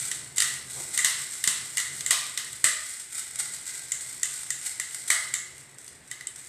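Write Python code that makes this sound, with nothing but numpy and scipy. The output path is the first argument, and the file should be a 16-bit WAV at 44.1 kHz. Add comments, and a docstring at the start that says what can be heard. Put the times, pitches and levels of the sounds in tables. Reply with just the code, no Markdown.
"""Wet parsley tears and scrapes in dense grains, over a low rumble of handling: a small steel herb mill
is being cranked above a glass bowl. Its blades catch and knock against the hopper (the cup that holds
the leaves), the steel rings and stalks snap. The heaviest knocks jolt the bowl on the table.
The hard kitchen walls ring after each knock, and a faint hum and hiss lie under it all."""
import sys
import numpy as np
from scipy import signal
from scipy.fft import rfft, irfft, next_fast_len
from scipy.io import wavfile

SR = 44100
rng = np.random.default_rng(int(sys.argv[2]) if len(sys.argv) > 2 else 0)


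def inscribe(sig):
    """Save sig as 16-bit PCM at rate SR to the path in sys.argv[1].

    A 1-D sig is mono; a 2-D sig holds one channel per row.
    Samples are clipped to [-1, 1] before scaling.
    """
    pcm = np.round(np.clip(np.atleast_2d(sig).T, -1, 1) * 32767)
    wavfile.write(sys.argv[1], SR, pcm.astype(np.int16))


N = 286164

# Levels in a table are relative to each other. A "colour" says how strong each frequency is.
# how loudly the table booms under the work: t/s, level/dB
TABLE_BOOM = [(0, -54), (1.2, -59), (1.7, -59), (1.93, -53), (2.2, -58), (2.55, -60.5), (2.9, -87),
              (3.4, -63), (6.49, -65.5)]
# colours of that boom and of the rubbing grip: f/Hz, level/dB
BOOM_COLOUR = [(20, -38), (50, -26), (76, -5), (95, -11.5), (120, -3), (136, 2.5), (156, -9.5), (250, -13),
               (400, -22.5), (800, -38), (3000, -63)]
GRIP_COLOUR = [(150, -21), (350, -2), (550, -5), (820, -6), (1100, -9.5), (2000, -24), (6000, -32)]
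# colours of the room's hum and hiss: f/Hz, level/dB
HUM_COLOUR = [(20, -18), (40, -9), (58, -6), (76, 1), (98, -8.5), (135, 0.5), (190, -6.5), (380, -6.5),
              (520, -18.5), (1000, -27), (3000, -53)]
HISS_COLOUR = [(120, -16), (200, -14), (1040, -2), (1980, 10.5), (3150, -2), (3690, 1), (5960, -17),
               (8210, -15), (14000, -23)]
# how hard the blades bite into the leaves: t/s, level/dB
BITE = [(0.0, -30), (0.12, -41.5), (0.33, -48), (0.5, -38.5), (0.65, -45), (0.82, -38.5), (1.5, -41.5),
        (2.42, -41.5), (2.58, -46.5), (3.01, -39.5), (3.08, -50), (3.15, -39), (3.4, -42.5), (4.35, -41.5),
        (5.25, -44.5), (5.5, -52), (6.22, -56), (6.49, -44.5)]
# colour of leaves tearing in the hopper: f/Hz, level/dB
LEAF_COLOUR = [(410, -40), (700, -21.5), (1060, -24), (1430, -13), (1640, -11), (1750, -21), (2010, -8.5),
               (2680, -19.5), (2960, -16.5), (3710, -12), (4820, -12.5), (6520, -9), (8170, 2.5),
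               (10100, -11.5), (14000, -21)]
# how long the room rings: f/Hz, time to fade by 60 dB/s
ROOM_FADE = [(100, 0.24), (500, 0.68), (2000, 0.69), (5000, 0.69), (8000, 0.47), (14000, 0.37)]
# blades knock in the hopper (the row at 2.007 s is a stalk snapping sharply, with little echo): t/s, crack
# level/dB, wall ring level/dB, blade ring level/dB, blade f/Hz
KNOCKS = [(0.1143, -26.5, -37, -27.5, 7660), (0.3815, -22, -33.5, -18.5, 7250),
          (0.402, -18.5, -31.5, -21, 8340), (0.421, -22.5, -27, -21.5, 7950), (0.9754, -21, -35, -25, 8400),
          (0.9886, -28, -23.5, -19.5, 7500), (1.0461, -16, -24.5, -20, 7850),
          (1.4394, -23, -30.5, -20, 8200), (1.475, -17.5, -28.5, -17.5, 7730), (1.771, -24, -32, -23, 8100),
          (1.7797, -25.5, -25.5, -24, 7300), (1.8005, -27, -42, -35, 7800), (2.0074, -29.5, -48, -33, 7900),
          (2.0624, -26, -33, -20.5, 7600), (2.1074, -15, -25.5, -20, 8000),
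          (2.375, -23.5, -31.5, -36, 7950), (2.6418, -17, -22, -12.5, 7750),
          (3.9187, -29.5, -34, -19.5, 7300), (4.2308, -25, -35.5, -18.5, 7240),
          (4.2547, -34.5, -39, -27, 8300), (4.5039, -28, -35, -21, 7360), (4.798, -27.5, -31, -25.5, 7600),
          (5.102, -19, -19, -17, 7920), (5.3385, -27, -28.5, -20.5, 7360), (6.113, -33.5, -36, -32.5, 7700),
          (6.2084, -40, -37, -48, 7800), (6.2699, -35, -48, -24.5, 7970)]
# colour of a knock's crack: f/Hz, level/dB
CRACK_COLOUR = [(60, -29), (500, -21.5), (900, -14.5), (1250, -3), (1700, -2.5), (2550, -1), (3000, 2.5),
                (3300, -0.5), (3750, 2.5), (5200, -1.5), (6500, 4.5), (9500, -1), (11000, -6), (14500, -12)]
# lingering tones of the steel: f/Hz, level/dB, time to fade by 60 dB/s
STEEL_TONES = [(1213, -35.5, 0.66), (1706, -29.5, 0.55), (1845, -44, 0.22), (2017, -21.5, 0.19),
               (3060, -22.5, .2), (3650, -21.5, 0.19), (3820, -34, 0.26), (4900, -20, 0.079),
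               (6530, -40, 0.18), (6670, -26.5, 0.16), (7510, -16, 0.12), (8000, -43, 0.23),
               (10485, -45, .22), (13200, -47, 0.5)]
# the thickest stalks snap: t/s, level/dB
THICK_SNAPS = [(0.3602, -32.5), (0.5387, -28), (2.529, -29.5), (3.3565, -29.5), (4.0085, -34), (4.432, -32),
               (4.945, -26.5), (5.58, -39), (5.7836, -39), (5.8436, -41), (5.878, -36.5), (6.359, -36)]
# a wad of leaves drags through the mill's comb: middle t/s, half length/s, level/dB
DRAGS = [(0.373, 0.0093, -35), (0.951, 0.019, -31), (1.203, 0.036, -34.5), (2.869, 0.012, -40.5),
         (3.177, 0.052, -37.5), (3.399, 0.019, -30), (3.541, 0.037, -37), (3.684, 0.038, -38.5),
         (4.667, 0.013, -34), (5.085, 0.0098, -29)]
# the heaviest knocks jolt the mill against the bowl: t/s, thump level/dB, clunk level/dB
JOLTS = [(1.046, -50, -43), (1.475, -36.5, -44), (2.108, -59, -30.5), (2.642, -37.5, -29.5),
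         (5.103, -62, -31.5)]
# colours of the table's thump and of the bowl's clunk on it: f/Hz, level/dB
THUMP_COLOUR = [(25, -2), (60, -5), (125, 0), (200, -3), (400, -5.5), (800, -17), (4000, -54)]
CLUNK_COLOUR = [(200, -21.5), (520, -9), (660, 2.5), (830, -12.5), (1020, -0.5), (1210, 10), (1330, -2),
                (1460, -4.5), (2500, 1.5), (6000, -57)]


def from_db(db):
    """Turn decibels into a number to multiply by."""
    return 10 ** (np.asarray(db) / 20)


def unit_power(x):
    """Scale a signal to an average power of 1."""
    return x / np.sqrt(np.mean(x ** 2) + 1e-20)


def burst(x):
    """Give a short sound the energy of 4 ms at power 1."""
    return x / np.sqrt(np.sum(x ** 2) / (.004 * SR))


def in_time(rows):
    """Join (t/s, value) points into a curve with a value at every sample."""
    return np.interp(np.arange(N) / SR, *np.transpose(rows))


def at_hz(points, hz):
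    """Read between (f/Hz, value) points, with octaves evenly spaced."""
    known_hz, values = np.transpose(points)
    return np.interp(np.log(np.maximum(hz, 1)), np.log(known_hz), values)


def coloured(x, colour):
    """Filter a sound to give it a colour."""
    size = 2 * next_fast_len(len(x))
    gains = from_db(at_hz(colour, np.arange(size // 2 + 1) * SR / size))
    cepstrum = irfft(np.log(gains))
    # fold it in half, so the filter never rings before the sound arrives (minimum phase)
    cepstrum[1:size // 2] *= 2
    cepstrum[size // 2 + 1:] = 0
    return irfft(rfft(x, size) * np.exp(rfft(cepstrum)))[:len(x)]


def resonance(x, hz, width_hz):
    """Let a sound ring around one frequency; a narrower width rings longer."""
    r = np.exp(-np.pi * width_hz / SR)
    feedback = [1, -2 * r * np.cos(2 * np.pi * hz / SR), r * r]
    return signal.lfilter(np.array([1, 0, -1]) * (1 - r * r) / 2, feedback, x + 1e-18)


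def noise(colour):
    """Steady coloured noise of power 1."""
    return unit_power(coloured(rng.standard_normal(N), colour))


def drift(per_s):
    """A random curve of power 1 that heads for a new value per_s times a second."""
    points = rng.standard_normal(N // 10)
    return unit_power(np.interp(np.arange(N) / SR * per_s, np.arange(len(points)), points))


def chatter(rise_s):
    """A rush of tiny impacts that swells and dies within milliseconds."""
    t = np.arange(SR // 20) / SR
    return rng.standard_normal(len(t)) * t / rise_s * np.exp(-t / rise_s)


def add(track, s, sound):
    """Mix a sound into a track, starting s seconds in."""
    start = int(np.clip(round(s * SR), 0, N - 1))
    track[start:start + len(sound)] += sound[:N - start]


def bite_db(turn_s=.2995, first_slack_s=0.004, swing_db=2):
    """The crank turns steadily; the bite of the blades swells and slackens once a turn."""
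    turns = (np.arange(N) / SR - first_slack_s) / turn_s
    return in_time(BITE) - swing_db * np.cos(2 * np.pi * turns)


def shredding(level_db, grains_per_s, size_db, clump_db, hiss_db, drag_db):
    """Leaf cells burst in clumps, more often in a hard bite, over the blades' scrape; wads rasp."""
    effort = from_db(bite_db() + level_db)
    pops = rng.random(N) < grains_per_s / SR * np.sqrt(unit_power(effort))
    sizes = from_db(size_db * np.minimum(rng.exponential(1, N), 3)) * rng.choice([-1, 1], N)
    grains = unit_power(pops * sizes) + from_db(hiss_db) * rng.standard_normal(N)
    clumps = unit_power(from_db(clump_db * np.tanh(drift(per_s=190))))
    rasp = from_db(drag_db) * wad_drag() * rng.standard_normal(N)
    return clumps * (effort * unit_power(grains) + rasp)


def hopper(x, wall_db, flutter_db):
    """The leaves sound through the hopper, whose wall answers unevenly as the blades rub it."""
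    wall = from_db(wall_db + flutter_db * drift(per_s=25)) * resonance(x, hz=2030, width_hz=150)
    colour_gain = np.linalg.norm(coloured(signal.unit_impulse(SR // 10), LEAF_COLOUR))
    return coloured(x + wall, LEAF_COLOUR) / colour_gain


def wall_scrape(drag_db, turn_db):
    """A wad, or the height of a turn, presses the blades against the hopper wall, which sings roughly."""
    rubbed = resonance(rng.standard_normal(N), hz=2050, width_hz=190)
    rubbed = resonance(rubbed, hz=1960, width_hz=650)
    pressure = from_db(drag_db) * wad_drag() + from_db(turn_db + bite_db())
    return pressure * unit_power(rubbed)


def handling(waver_db, slip_s, slip_db, slip_rise_s, slip_fade_s):
    """The table booms unevenly under the work; the grip rubs along with it and slips once."""
    boom_db = in_time(TABLE_BOOM) + waver_db * drift(per_s=9.2)
    grip = from_db(-63.5 + 0.47 * (boom_db + 63))   # follows about half of the boom's swing in dB
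    since = np.arange(N) / SR - slip_s
    slip = np.clip(1 + since / slip_rise_s, 0, 1) * np.exp(-np.maximum(since, 0) / slip_fade_s)
    rub = np.hypot(grip, from_db(slip_db) * slip)
    return from_db(boom_db) * noise(BOOM_COLOUR) + rub * noise(GRIP_COLOUR)


def background(hum_db, hiss_db):
    """The room hums and hisses faintly and steadily."""
    return from_db(hum_db) * noise(HUM_COLOUR) + from_db(hiss_db) * noise(HISS_COLOUR)


def table_echo(x, delay_s, echo_db):
    """The table top throws back one quick echo."""
    return x + from_db(echo_db) * np.pad(x, (int(delay_s * SR), 0))[:N]


def kitchen(x, first_echo_s, build_s):
    """Dense wall echoes build up and fade octave by octave; their pattern changes as the mill moves."""
    out, t, hz = np.zeros(N), np.arange(SR) / SR, np.arange(SR // 2 + 1)
    octave = np.round(np.log2(np.maximum(hz, 125) / 125))
    fades = {k: from_db(-60 * t / at_hz(ROOM_FADE, 125 * 2 ** k)) for k in np.unique(octave)}
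    for start in range(0, N, SR // 2):   # a new pattern every half second
        white = rfft(rng.standard_normal(SR))
        tail = sum(irfft(white * (octave == k), SR) * fade for k, fade in fades.items())
        tail *= np.clip((t - first_echo_s) / build_s, 0, 1)
        add(out, start / SR, signal.fftconvolve(x[start:start + SR // 2], tail / np.linalg.norm(tail)))
    return out


def knocks(rise_s, early_s, wall_db, crack_db, blade_db, wall_to_room_db):
    """Each knock cracks and briefly rings the blades and the hand-damped wall; gives (direct, to_room)."""
    direct, to_room = np.zeros(N), np.zeros(N)
    # the thin steel sends little of a crack's bass straight ahead
    bass_cut = signal.butter(2, 1860, "high", fs=SR, output="sos")
    for s, crack, wall, blade, blade_hz in KNOCKS:
        wall_hz = rng.normal(2012, 35)   # the wall's pitch shifts a little with the grip

        def struck(force, wall_gain):
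            """Wall, blades and crack all answer the same push."""
            wall_ring = resonance(resonance(force, wall_hz, width_hz=230), wall_hz, width_hz=430)
            blade_ring = resonance(resonance(force, blade_hz, width_hz=1000), blade_hz, width_hz=3400)
            return (wall_gain * from_db(wall + wall_db) * burst(wall_ring)
                    + from_db(blade + blade_db) * burst(blade_ring)
                    + from_db(crack + crack_db) * burst(coloured(force, CRACK_COLOUR)))
        add(direct, s - early_s, struck(signal.sosfilt(bass_cut, chatter(rise_s)), wall_gain=0.96))
        # the wall sounds in all directions, so the more it rings, the more reaches the room
        room_gain = from_db(0.2943 * (wall + 32))
        # the room gathers sound from all sides, which evens the chatter out into a clean click
        click = signal.unit_impulse(SR // 20)
        add(to_room, s, room_gain * struck(click, wall_gain=from_db(wall_to_room_db)))
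    return direct, to_room


def steel_ring(level_db, spread_db, nearly_empty_s, empty_boost_db):
    """The steel rings on after a knock, louder for a hard crack and once few leaves are left to damp it."""
    out, t = np.zeros(N), np.arange(SR // 2) / SR
    tones = np.array([from_db(db - 60 * t / fade_s) * np.sin(2 * np.pi * hz * t)
                      for hz, db, fade_s in STEEL_TONES])
    for s, crack, *_ in KNOCKS:
        ring_db = crack + level_db + empty_boost_db * (s > nearly_empty_s)
        strengths = from_db(ring_db + rng.normal(0, spread_db, len(tones)))
        add(out, s, strengths @ tones)
    return out


def stalk_snaps(level_db, rise_s, thin_per_s, thin_db, spread_db):
    """A stalk breaks with one tick; thin ones break at random, louder when the blades bite harder."""
    out = np.zeros(N)
    thin_starts = np.flatnonzero(rng.random(N) < thin_per_s / SR)
    thin_levels = bite_db() + thin_db + spread_db * rng.standard_normal(N)
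    thin_snaps = [(i / SR, thin_levels[i]) for i in thin_starts]
    ticks = [burst(chatter(rise_s)) for _ in THICK_SNAPS]
    for k, (s, db) in enumerate(THICK_SNAPS + thin_snaps):
        add(out, s, from_db(db + level_db) * ticks[k % len(ticks)])
    return out


def wad_drag():
    """The drag of each wad of leaves swells and fades as it passes the comb."""
    t = np.arange(N) / SR
    return sum(from_db(db) * np.exp(-2 * ((t - s) / half_s) ** 2) for s, half_s, db in DRAGS)


def bowl_jolts(thump_to_room_db, clunk_to_room_db):
    """The jolted bowl clunks and the table under it thumps; gives (direct, to_room)."""
    direct, to_room, click = np.zeros(N), np.zeros(N), signal.unit_impulse(SR // 10)
    thump = burst(coloured(resonance(click, hz=135, width_hz=430), THUMP_COLOUR))
    clunk = burst(coloured(click, CLUNK_COLOUR))
    for s, thump_db, clunk_db in JOLTS:
        add(direct, s, from_db(thump_db) * thump + from_db(clunk_db) * clunk)
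        add(to_room, s, from_db(thump_db + thump_to_room_db) * thump)
        add(to_room, s, from_db(clunk_db + clunk_to_room_db) * clunk)
    return direct, to_room


def scene():
    """Mix the mill, its echoes and the quiet background into one channel."""
    hits, hits_to_room = knocks(rise_s=0.0012, early_s=0.00018, wall_db=2.0, crack_db=0.62,
                                blade_db=-2.5, wall_to_room_db=-4)
    jolts, jolts_to_room = bowl_jolts(thump_to_room_db=-6.5, clunk_to_room_db=4)
    tearing = shredding(level_db=-0.8, grains_per_s=1700, size_db=3.5, clump_db=5.5,
                        hiss_db=-7.5, drag_db=1.9)
    snaps = stalk_snaps(level_db=-1.3, rise_s=0.0013, thin_per_s=6, thin_db=4.5, spread_db=2)
    leaves = hopper(tearing + snaps, wall_db=-8, flutter_db=2.5)
    leaves += wall_scrape(drag_db=-17.5, turn_db=-23.5)
    to_room = from_db(-0.86) * hits_to_room + jolts_to_room + from_db(-1.73) * leaves
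    room = kitchen(to_room, first_echo_s=0.0028, build_s=0.005)
    direct = table_echo(hits + jolts + leaves, delay_s=.0021, echo_db=-9.5)
    ring = steel_ring(level_db=3.5, spread_db=2.0, nearly_empty_s=5.0, empty_boost_db=4)
    hum_and_hiss = background(hum_db=-64.5, hiss_db=-58.5)
    rumble = handling(waver_db=2, slip_s=0.792, slip_db=-47.5, slip_rise_s=0.057, slip_fade_s=0.094)
    return (direct + ring + room + rumble + hum_and_hiss)[None]


def record(dry):
    """Round off the tallest peaks and cut the treble above 14330 Hz."""
    rounded = 1.2 * np.tanh(dry / 1.2)
    treble_cut = signal.ellip(12, .1, 90, 14330, fs=SR, output="sos")
    return signal.sosfilt(treble_cut, rounded)


dry = scene()
out = record(dry)
inscribe(out)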